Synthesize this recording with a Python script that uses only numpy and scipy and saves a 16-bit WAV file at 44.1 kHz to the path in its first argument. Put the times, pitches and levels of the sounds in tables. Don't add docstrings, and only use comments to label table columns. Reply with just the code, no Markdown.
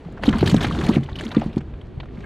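import sys
import numpy as np
from scipy import signal
from scipy.fft import rfft, irfft, next_fast_len
from scipy.io import wavfile
from scipy.ndimage import uniform_filter1d

SR = 44100
rng = np.random.default_rng(int(sys.argv[2]) if len(sys.argv) > 2 else 0)


def dump_mix(stems):
    frames = np.atleast_2d(stems).T
    limited = np.clip(frames, -1, 1)
    pcm = np.round(limited * 32767).astype(np.int16)
    wavfile.write(sys.argv[1], SR, pcm)


def magnitude_from_level(level_db):
    exponent = np.asarray(level_db, float) / 20
    return 10 ** exponent


N = 99225

# freq_hz, level_db_per_hz
SCRAPE_SPECTRUM = [(180, -2), (300, 2), (371, -6.5), (541, -9.5), (1370, -12), (3170, -18), (9800, -35.5),
                   (15000, -38)]


def unit(x):
    return x / np.sqrt(np.mean(x ** 2))


def colour(x, points):
    n, p = next_fast_len(2 * len(x)), np.array(points)
    log_hz = np.log(np.maximum(np.arange(n // 2 + 1) * SR / n, 1))
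    gain_db = np.interp(log_hz, np.log(p[:, 0]), p[:, 1], left=-80)
    return irfft(rfft(x, n) * magnitude_from_level(gain_db), n)[:len(x)]


def band(x, hz, width_hz):
    q = max(hz / width_hz, 0.3)
    return signal.lfilter(*signal.iirpeak(min(hz, 0.4 * SR), q, fs=SR), x)


def walk(rate_hz):
    k = int(SR / rate_hz)
    steps = np.repeat(rng.standard_normal(N // k + 1), k)
    return 1.11 * uniform_filter1d(uniform_filter1d(steps, k), k)[:N]


def add(out, x, start_s):
    i = int(start_s * SR)
    out[i:i + len(x)] += x[:max(len(out) - i, 0)]


def curve(table):
    p = np.array(table)
    return np.interp(np.arange(N) / SR, p[:, 0], p[:, 1])


def swell(t, length_s):
    rise_s = 0.47 * length_s
    rise = np.sin(np.pi / 2 * np.minimum(t / rise_s, 1)) ** 2
    return rise * np.exp(-(np.maximum(t - rise_s, 0) / length_s) ** 2)


def hull(x):
    # freq_hz, level_db, t60_s
    modes = [(96.4, 1, 0.21), (140, 0.5, 0.32), (174.8, 6, 0.12), (228.7, 5, 0.12), (300, -15, 0.48),
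             (385.3, -6.5, 0.25)]
    t = np.arange(SR // 3) / SR
    ring = np.zeros(len(t))
    for hz, db, t60_s in modes:
        ring += magnitude_from_level(db) * np.sin(2 * np.pi * hz * t) * np.exp(-np.log(1000) * t / t60_s)
    return signal.fftconvolve(x, ring)[:N] / 100


def thumps():
    # start_s, peak_db, contact_pitch_hz,
    # contact_cycles
    blows = [(0.051, -30, 168, 5.8), (0.211, -24.5, 196.6, 6.3), (0.278, 0.5, 254.3, 4.14),
             (0.295, -12.5, 192, 2.26), (0.307, -16, 207, 3.3), (0.348, -10, 227, 4.5),
             (0.413, -12, 154, 1.8), (0.427, -2.5, 359, 3.06), (.428, -10, 700, 3.33),
             (.432, -8, 142.6, 1.93), (0.524, -5.5, 172, 2.9), (.542, 0, 239, 2.66),
             (0.563, -10.5, 147, 2.86), (0.718, -20, 149, 4.5), (.783, -11, 300, 4.06),
             (0.832, -13.5, 170, 2.47), (0.8893, -1.5, 234.6, 3.27), (0.907, -9, 302, 3.12),
             (0.966, -1.5, 243, 1.96), (0.975, -15, 140, 4.55), (0.981, -15, 251, 3.23),
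             (1.12, -23, 76.6, 1.16), (1.228, -21, 326, 5.8), (1.250, -18.5, 235, 7), (1.367, 0, 255, 2.5),
             (1.38, -13, 217, 2.75), (1.418, -16.5, 708, 3.5), (1.46, -11.5, 217, 2.06),
             (1.567, -5.5, 243.6, 1.95), (1.58, -21.5, 223, 2.73), (1.477, -31, 214, 4.9),
             (1.971, -20, 108, 1.66), (2.174, -26, 184, 3.95)]
    ring_db, overtone_db = -16.5, -10.5
    slap_db, slap_hz, slap_s = -25, 480, 0.0083
    flex, slap, t = np.zeros(N), np.zeros(N), np.arange(2000) / SR
    slap_env = t / slap_s * np.exp(-(t / slap_s) ** 2)
    for s, db, hz, cycles in blows:
        contact_s = cycles / hz
        u = np.arange(int(contact_s * SR)) / (contact_s * SR)
        press = np.sin(np.pi * u ** 0.98) ** 1.21
        bend = np.cos(2 * np.pi * cycles * (u - 0.47))
        overtone = magnitude_from_level(overtone_db) * (1 - u) ** 2 * np.sin(2 * np.pi * 1.88 * cycles * u)
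        add(flex, magnitude_from_level(db) * press * (bend - overtone), s)
        add(slap, magnitude_from_level(db) * slap_env * rng.standard_normal(len(t)), s)
    slap = band(band(slap, slap_hz, 650), slap_hz, 620) * 10
    return flex + magnitude_from_level(ring_db) * hull(flex) + magnitude_from_level(slap_db) * slap


def rattles():
    # start_s, peak_db, brightness_db, length_ms
    bursts = [(0.0484, -28.5, -64, 3.6), (0.121, -41, -11, 5), (0.173, -30.5, -42, 8.7),
              (0.2217, -24, -20.5, 13), (0.2342, -8, -20.5, 5.5), (0.2506, -17.5, -14, 12),
              (0.2665, -19.5, -19, 19), (0.2894, -14, -14.5, 3.4), (0.3273, -14, -41, 4.2),
              (0.383, -29.5, -3.5, 5.2), (0.4074, -22, -7.5, 4.1), (0.426, -18, -37, 4),
              (0.4573, -13, -13, 12), (0.472, -21, -5, 8.5), (0.4943, -20.5, -5.5, 8.5),
              (0.5102, -23, -7.5, 9.5), (0.5427, -20.5, -8, 3.2), (0.5637, -23.5, -8, 3.8),
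              (0.6055, -25, -7.5, 15), (0.6241, -18, -11.5, 15.3), (0.6427, -11, -23, 11.7),
              (0.666, -23, -12, 7.4), (0.751, -32, -18, 2.8), (0.7861, -13, -40, 6.2),
              (0.832, -30.5, -5, 17), (0.8636, -18, -11.5, 3.2), (0.8871, -16, -14, 5.1),
              (0.9354, -22.5, -20.5, 4.2), (0.9487, -23.5, -11, 3.7), (.980, -24.5, -29, 5.7),
            (1.032, -41, -6.5, 8.9), (1.114, -31, -21.5, 6), (1.0883, -27, -35, 12),
            (1.1546, -33.5, -8.5, 10), (1.1876, -26.5, -12, 4.5), (1.197, -28, -12.5, 3.4),
            (1.2073, -21.5, -17, 6.5), (1.236, -26.5, -16, 4), (1.249, -31, -7.5, 6),
            (1.2906, -30, -12, 1.5), (1.279, -35, -10, 3), (1.3056, -32, -29, 4.4),
            (1.3137, -24.5, -15.5, 9), (1.347, -28, -11.5, 3.4), (1.358, -24, -38, 9),
            (1.396, -32.5, -9, 4.5), (1.4112, -22.5, -25, 7.7), (1.4385, -29, -14.5, 4),
            (1.4745, -36, -38, 4.1), (1.5268, -30, -23, 9.9), (1.5603, -32.5, -14, 2.6),
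            (1.5782, -31, -12.5, 6.1), (1.6054, -28.5, -28.5, 6.9), (1.7369, -34, -40, 5.4),
            (1.814, -36.5, -19, 4), (1.859, -50, -9.5, 1.6), (1.868, -43, -21, 4), (2.056, -32.5, -24, 2.3),
            (2, -18, -82, 4.8), (2.029, -31.5, -37, 8.3), (2.1704, -40, -32, 6.8), (2.205, -33, -20.5, 3.9),
            (2.2418, -45.5, -44, 1.9)]
    body_db, top_lift_db, grit_db, patchy_db, split_hz = -10.5, 2, -2.5, -2, 7100
    out, t = np.zeros(N), np.arange(3000) / SR
    centres_hz = 650 * 2 ** np.arange(0, 4.6, 0.6)
    for s, db, bright_db, ms in bursts:
        noise, wander = rng.standard_normal((2, len(t)))
        rough = magnitude_from_level(grit_db * 2.3 * uniform_filter1d(wander, size=25))
        grit = unit(colour(noise * rough, SCRAPE_SPECTRUM))
        for hz in centres_hz:
            strength, spread = rng.standard_normal(2)
            octaves = np.clip(np.log2(hz / split_hz) + 1, 0, 1.5)
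            lift_db = (bright_db + 19.5 + top_lift_db) * octaves
            level_db = db + body_db + lift_db + patchy_db * np.tanh(strength)
            env = swell(t, (ms + 1) / 1000 * magnitude_from_level(1.2 * spread))
            burst = magnitude_from_level(level_db) * env * band(grit, hz, hz * 0.61)
            add(out, burst, s - 0.001 + 0.0004 * abs(spread))
    return out


def pings():
    # start_s, peak_db, ring_hz, length_ms
    clicks = [(0.085, -36.5, 543, 4), (0.194, -35.5, 674, 8), (.236, -25, 1630, 3.1),
              (0.237, -24.5, 980, 4.7), (0.266, -26.5, 3900, 6.2), (0.289, -19, 3070, 4.4),
              (0.332, -20.5, 1036, 14), (.354, -20.5, 920, 5.7), (0.408, -32, 4060, 5.2),
              (0.473, -21.5, 3100, 4.3), (0.475, -26.5, 1734, 6.4), (.543, -12, 543, 5.6),
              (0.565, -29.5, 3880, 5), (.607, -29, 3480, 5), (.625, -28, 1680, 6.4),
              (.645, -16.5, 798, 6.6), (0.647, -26, 3130, 4.4), (.664, -31, 2370, 9),
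              (0.71, -24.5, 1150, 7.4), (0.725, -36.5, 3100, 7.7), (0.811, -26.5, 1660, 7.3),
              (.845, -35, 3800, 3.8), (.886, -34, 4370, 7.5), (0.936, -29.5, 3100, 3),
              (.937, -30.5, 2020, 2.9), (.957, -34.5, 3110, 4), (1.032, -40, 2030, 8.2),
              (1.033, -41, 3020, 4.4), (1.061, -39.5, 2980, 4.2), (1.087, -32, 866, 9.5),
              (1.089, -32, 1650, 4.2), (1.128, -41.5, 3760, 6), (1.156, -31.5, 2960, 7.4),
              (1.186, -34.5, 3000, 12), (1.21, -28.5, 1680, 3.7), (1.265, -31, 3260, 4.8),
              (1.313, -39, 3740, 5.3), (1.344, -31, 1193, 20), (1.364, -33, 3540, 7.2),
              (1.380, -39, 2090, 4.9), (1.432, -24, 520, 4.5), (1.576, -29.5, 1020, 2.8),
              (1.608, -51, 2130, 3.5), (1.813, -41, 3160, 3.4), (2.087, -48, 1870, 5.6),
              (2.172, -36.5, 1590, 4.7), (2.237, -39.5, 1636, 11.5)]
    out, t = np.zeros(N), np.arange(2000) / SR
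    for s, db, hz, ms in clicks:
        wobble = np.convolve(rng.standard_normal(len(t)), np.hanning(60), "same")
        rough = 1 + 0.8 * unit(wobble)
        env = swell(t, 1.46 * ms / 1000 / 2)
        add(out, magnitude_from_level(db) * env * rough * np.sin(2 * np.pi * hz * t), s - 0.001)
    return out


def crackle():
    rate_per_s, snap_s, spread_db = 110, 0.0054, 2.5
    hits = rng.random(N) < rate_per_s / SR
    sizes = magnitude_from_level(spread_db * np.minimum(rng.exponential(size=N), 2))
    return signal.fftconvolve(hits * sizes, np.hanning(int(snap_s * SR)), "same")


def scuffing():
    # time_s, scuffing_level_db
    struggle = [(0, -48.5), (.21, -48.5), (.24, -37), (.47, -30.5), (.7, -33), (.96, -29.5), (.99, -43),
                (1.14, -47), (1.2, -37.5), (1.45, -41.5), (1.5, -45.5), (1.64, -51), (2.08, -52),
                (2.25, -44.5)]
    flicker_db, dulling = 2.5, 0.044
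    effort_db = curve(struggle)
    lively = np.clip((effort_db + 58) / 20, 0.15, 1)
    hiss = colour(rng.standard_normal(N), SCRAPE_SPECTRUM)
    shared = crackle()
    scrape = np.zeros(N)
    for hz in 400 * 2 ** np.arange(0, 5.3, 0.5):
        grains = hiss * (1 + 0.8 * lively * (0.5 * shared + 0.56 * crackle()))
        grains = band(band(grains, hz, hz * 0.78), hz, hz * 0.78)
        off_centre = abs(np.log2(hz / 2000)) + 3 * max(np.log2(hz / 8000), 0)
        flicker = flicker_db * walk(90.15) * lively
        scrape += grains * magnitude_from_level(flicker + dulling * (effort_db + 33.5) * off_centre)
    scrape /= np.sqrt(np.median(uniform_filter1d(scrape ** 2, size=4000)))
    rumble = unit(hull(rng.standard_normal(N) * magnitude_from_level(5.0 * walk(35.53))))
    rumble_db = 6.0 + 0.063 * (effort_db + 30.5)
    return magnitude_from_level(effort_db) * (scrape + magnitude_from_level(rumble_db) * rumble)


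def breeze():
    # freq_hz, level_db_per_hz
    air_spectrum = [(15, -40), (25, 2.5), (208, -10), (366, -3), (480, -11), (3280, -41.5), (9000, -88),
                    (11700, -104), (19800, -120)]
    # time_s, level_db
    gust_level = [(0, -51), (.25, -26.5), (.45, -30.5), (.75, -24), (1.05, -35.5), (1.35, -35.5),
                  (1.75, -34.5), (2.25, -35.5)]
    # time_s, level_db
    apart_level = [(0, -65.5), (1.6, -64.5), (1.75, -57), (1.95, -43.5), (2.1, -48), (2.25, -41)]
    air_db = -42.5

    def moving_air():
        return unit(colour(rng.standard_normal(N), air_spectrum)) * magnitude_from_level(air_db + 2.0 * walk(8.4))

    air, apart = moving_air(), moving_air()
    gust = unit(band(band(rng.standard_normal(N), 67, 100), 59, 84))
    gust = gust * magnitude_from_level(curve(gust_level) + 0.72 * walk(12))
    return air + gust, magnitude_from_level(curve(apart_level) - air_db) * band(apart, 140, 500)


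def scene():
    # freq_hz, side_db
    side_level = [(20, -39), (150, -68), (2500, -35.5), (11200, -24.5), (11900, -3.5), (20000, -2)]
    # freq_hz, gain_db
    response = [(20, -2), (4400, -0.5), (4900, -6), (10100, -10.5), (10600, -16), (20000, -20)]
    wind, apart = breeze()
    mid = colour(thumps() + rattles() + pings() + scuffing() + wind, response)
    side = colour(np.roll(mid, 260), side_level) + apart
    return np.array([mid + side, mid - side])


def roll_off(x):
    return signal.sosfilt(signal.butter(12, 15720, fs=SR, output="sos"), x)


def record(dry):
    rounded = np.tanh(0.58 * dry) / 0.55
    top_cut = signal.ellip(8, 0.2, 70, 15450, fs=SR, output="sos")
    return roll_off(signal.sosfilt(top_cut, rounded))


dry = scene()
out = record(dry)
dump_mix(out)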